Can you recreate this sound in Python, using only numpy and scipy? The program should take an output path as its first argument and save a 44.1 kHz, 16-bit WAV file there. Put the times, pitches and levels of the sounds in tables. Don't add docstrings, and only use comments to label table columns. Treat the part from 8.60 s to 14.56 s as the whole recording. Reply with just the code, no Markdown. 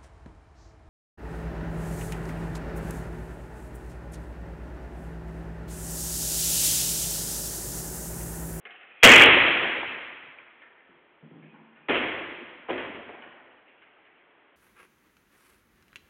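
import sys
import numpy as np
from scipy import signal
from scipy.fft import rfft, irfft, next_fast_len
from scipy.io import wavfile

SR = 44100
rng = np.random.default_rng(int(sys.argv[2]) if len(sys.argv) > 2 else 0)


def bounce(signal):
    frames = np.transpose(np.atleast_2d(signal))
    limited = np.clip(frames, -1, 1)
    pcm = np.round(limited * 32767).astype(np.int16)
    wavfile.write(sys.argv[1], SR, pcm)


N = 262836
TIME = np.arange(N) / SR


def from_db(db):
    return 10 ** (np.asarray(db) / 20)


def at_hz(points, hz):
    known_hz, values = np.transpose(points)
    return np.interp(np.log(np.maximum(hz, 1)), np.log(known_hz), values)


def unit_energy(x):
    return x / np.sqrt(np.sum(x ** 2) + 1e-20)


def coloured(x, spectrum):
    size = next_fast_len(N + SR // 4)
    hz = np.arange(size // 2 + 1) * SR / size
    return irfft(rfft(x, size) * from_db(at_hz(spectrum, hz)), size)[:N]


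def resonate(x, hz, width_hz):
    r = np.exp(-np.pi * width_hz / SR)
    feedback = [1, -2 * r * np.cos(2 * np.pi * hz / SR), r * r]
    return signal.lfilter(np.array([1, 0, -1]) * (1 - r * r) / 2, feedback, x + 1e-18)


def struck(modes):
    click = signal.unit_impulse(SR // 2)
    rings = [(-1) ** k * from_db(db) * resonate(click, hz, width)
             for k, (hz, width, db) in enumerate(modes)]
    return unit_energy(sum(rings))


def add(out, s, sound):
    start = max(round(s * SR), 0)
    out[start:start + len(sound)] += sound[:N - start]


# f/Hz, width/Hz, level/dB
BODY_MODES = [(176, 40, -9.5), (255, 45, -0.5), (341, 75, 0.5), (519, 150, 0), (650, 140, 0.5),
              (1050, 510, -4)]
# f/Hz, width/Hz, level/dB
BASE_MODES = [(58, 55, -0.5), (142, 69, -0.5)]
# (lag/s, offset/dB)
PUNCH_CUES = [(0.4330, -13.5, 350.2, -4, 2270, .0043, -13.5, -7, .055, -18),
              (3.292, -32, 300, -27.5, 2050, .007, -1.5, -8, .053, -3.5),
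              (4.0949, -37, 270, -37, 1900, .0088, -1, -6, .083, -4.5)]


def punches(focus_width_hz=380, thump_offset_db=-16.5):
    out, body = np.zeros(N), struck(BODY_MODES)
    thump = signal.fftconvolve(struck(BASE_MODES), hall_response(direct_db=5, corner_db=-2.5))
    for s, thud_db, *_ in PUNCH_CUES:
        add(out, s, from_db(thud_db + thump_offset_db) * thump)
    for s, thud_db, thud_hz, smack_db, smack_hz in contacts(PUNCH_CUES):
        thud = unit_energy(resonate(body, thud_hz, focus_width_hz))
        thud_reverb = hall_response(direct_db=8, corner_db=2, corner_s=0.018)
        add(out, s, from_db(thud_db) * signal.fftconvolve(thud, thud_reverb))
        smack = struck([(smack_hz, 1400, 0)])
        smack_reverb = hall_response(direct_db=0, corner_db=2, lumpy_db=1.48)
        add(out, s, from_db(smack_db) * signal.fftconvolve(smack, smack_reverb))
    return out


def contacts(blows, follow_thud_db=-2):
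    for s, thud_db, thud_hz, smack_db, smack_hz, *stages in blows:
        lead_s, touch_thud_db, touch_smack_db, lag_s, follow_db = stages
        yield s - lead_s, thud_db + touch_thud_db, thud_hz, smack_db + touch_smack_db, smack_hz
        yield s, thud_db, thud_hz, smack_db, smack_hz
        yield s + lag_s, thud_db + follow_db + follow_thud_db, thud_hz, smack_db + follow_db, smack_hz


# t/s, level/dB, f/Hz
TAP_CUES = [(0.053, -49, 1900), (0.056, -58.5, 560), (0.107, -53.5, 2230), (2.019, -56.5, 1218),
            (2.292, -66, 308), (4.492, -51, 595), (4.622, -52, 1690), (5.222, -61, 2000),
            (5.585, -77.5, 1612)]
# t/s, level/dB, f/Hz
SCUFF_CUES = [(0.21, -57, 2070), (2.825, -64, 2000), (2.941, -61.5, 950), (3.160, -63, 1500),
              (5.078, -63.5, 2270), (5.451, -64, 1900), (5.875, -76, 1498)]


def steps(tap_decay_s=0.005, scuff_decay_s=0.015, relative_width=0.44, dry_db=32):
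    out, t = np.zeros(N), TIME[:SR // 4]
    for cues, decay_s in ((TAP_CUES, tap_decay_s), (SCUFF_CUES, scuff_decay_s)):
        for s, db, hz in cues:
            friction = rng.standard_normal(len(t)) * np.exp(-t / decay_s)
            add(out, s, from_db(db) * unit_energy(resonate(friction, hz, relative_width * hz)))
    straight = from_db(dry_db) * out
    return straight + signal.fftconvolve(out, hall_response(direct_db=1.5, corner_db=-2))[:N]


# f/Hz, width/Hz, level/dB
BOARD_MODES = [(154, 9.6, -7.5), (223.4, 4.8, -4.5), (273, 66, -16.5), (466, 420, -23)]
# t/s, level/dB, f/Hz
TREAD_CUES = [(2.627, -54, 165), (2.713, -49, 220), (2.757, -57, 233)]


def treads(carried_db=28, focus_width_hz=220):
    out, boards = np.zeros(N), struck(BOARD_MODES)
    for s, db, hz in TREAD_CUES:
        boom = unit_energy(resonate(boards, hz, focus_width_hz))
        add(out, s, from_db(db) * signal.fftconvolve(boom, hall_response(direct_db=1.5, corner_db=-18)))
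        add(out, s, from_db(db + carried_db) * boom)
    return out


# t/s, level/dB, f/Hz
KNOCK_CUES = [(0.0535, -42, 2130), (1.231, -26, 840), (1.7856, -36.5, 2330), (5.217, -49, 2010),
              (5.389, -56, 644)]


def knocks(width_hz=190, decay_cycles=7):
    out, t = np.zeros(N), TIME[:SR // 4]
    for s, db, hz in KNOCK_CUES:
        burst = resonate(rng.standard_normal(len(t)), hz, width_hz)
        add(out, s, from_db(db) * burst / np.std(burst) * np.exp(-t * hz / decay_cycles))
    return out


# t/s, length/s, level/dB, f/Hz
SQUEAK_CUES = [(0.23, .14, -56, 2470), (0.345, .08, -48, 2470), (2.81, .14, -61, 2470),
               (3.0, .26, -68.5, 1770), (3.2, .06, -60.5, 2480)]


def squeaks(width_hz=80):
    out, t = np.zeros(N), TIME[:SR // 2]
    for s, length, db, hz in SQUEAK_CUES:
        squeak = resonate(rng.standard_normal(len(t)), hz, width_hz)
        twist = np.sin(np.pi * np.minimum(t / length, 1))
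        add(out, s, from_db(db) * twist * squeak / np.std(squeak))
    return signal.fftconvolve(out, unit_energy(hall_response(direct_db=15, corner_db=6.5)))[:N]


# delay/s, level/dB
EARLY_ECHOES = [(0.0003, 16), (0.0065, 11), (0.0184, 21.5), (0.027, 10), (0.035, 16.5), (0.062, 12),
                (0.105, 7.5)]
# f/Hz, t60/s
HALL_DECAY = [(60, 1.4), (160, 1.7), (400, 1.5), (1000, 1.84), (2100, 1.79), (3000, 1.52), (4200, 1.7)]


def hall_response(direct_db, corner_db, corner_s=0.017, lumpy_db=3, lump_s=0.018):
    size = 2 ** 17
    t, hz = np.arange(size) / SR, np.arange(size // 2 + 1) * SR / size
    reflections_per_s = 1500 * (1 + (t / 0.046) ** 2)
    density = np.clip(reflections_per_s / SR, 1e-3, 1)
    reflections = rfft(rng.standard_normal(size) * (rng.random(size) < density) / np.sqrt(density))
    centres, t60s = np.transpose(HALL_DECAY)
    response = np.zeros(size)
    for share, t60 in zip(np.eye(len(HALL_DECAY)), t60s):
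        band = irfft(reflections * at_hz(np.c_[centres, share], hz))
        clusters = rng.standard_normal(size=512)
        swell_db = lumpy_db * np.interp(t / lump_s, np.arange(len(clusters)), clusters)
        response += band * from_db(swell_db) * np.exp(-np.log(1000) * t / t60)
    attack = 1 - np.exp(-t / 0.0016)
    response *= attack * (1 + from_db(corner_db) * np.exp(-t / corner_s))
    for delay, db in EARLY_ECHOES:
        response[round(delay * SR)] += from_db(db + direct_db)
    return response


# f/Hz, level/dB
ROOM_TONE_EQ = [(30, -22.5), (110, -16), (200, -9.5), (330, 0), (600, -2), (1200, -4.5), (2200, -5),
                (3200, -10.5), (5000, -8.5)]


def room_tone(level_db=-61.5):
    hush = coloured(rng.standard_normal(N), ROOM_TONE_EQ)
    return from_db(level_db) * hush / np.std(coloured(hush, MICROPHONE_EQ))


def scene():
    return (punches() + steps() + treads() + knocks() + squeaks() + room_tone())[None]


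# f/Hz, gain/dB
MICROPHONE_EQ = [(2600, 0), (3280, -0.5), (3550, -12), (4000, -21.5), (4350, -34), (4650, -62.5),
                 (5200, -100)]


def record(dry, ceiling=0.71, cutoff_hz=16000):
    clipped = np.clip(coloured(dry[0], MICROPHONE_EQ), -ceiling, ceiling)
    high_cut = signal.ellip(10, .1, 80, cutoff_hz, fs=SR, output="sos")
    return signal.sosfilt(high_cut, clipped)[None]


dry = scene()
out = record(dry)
bounce(out)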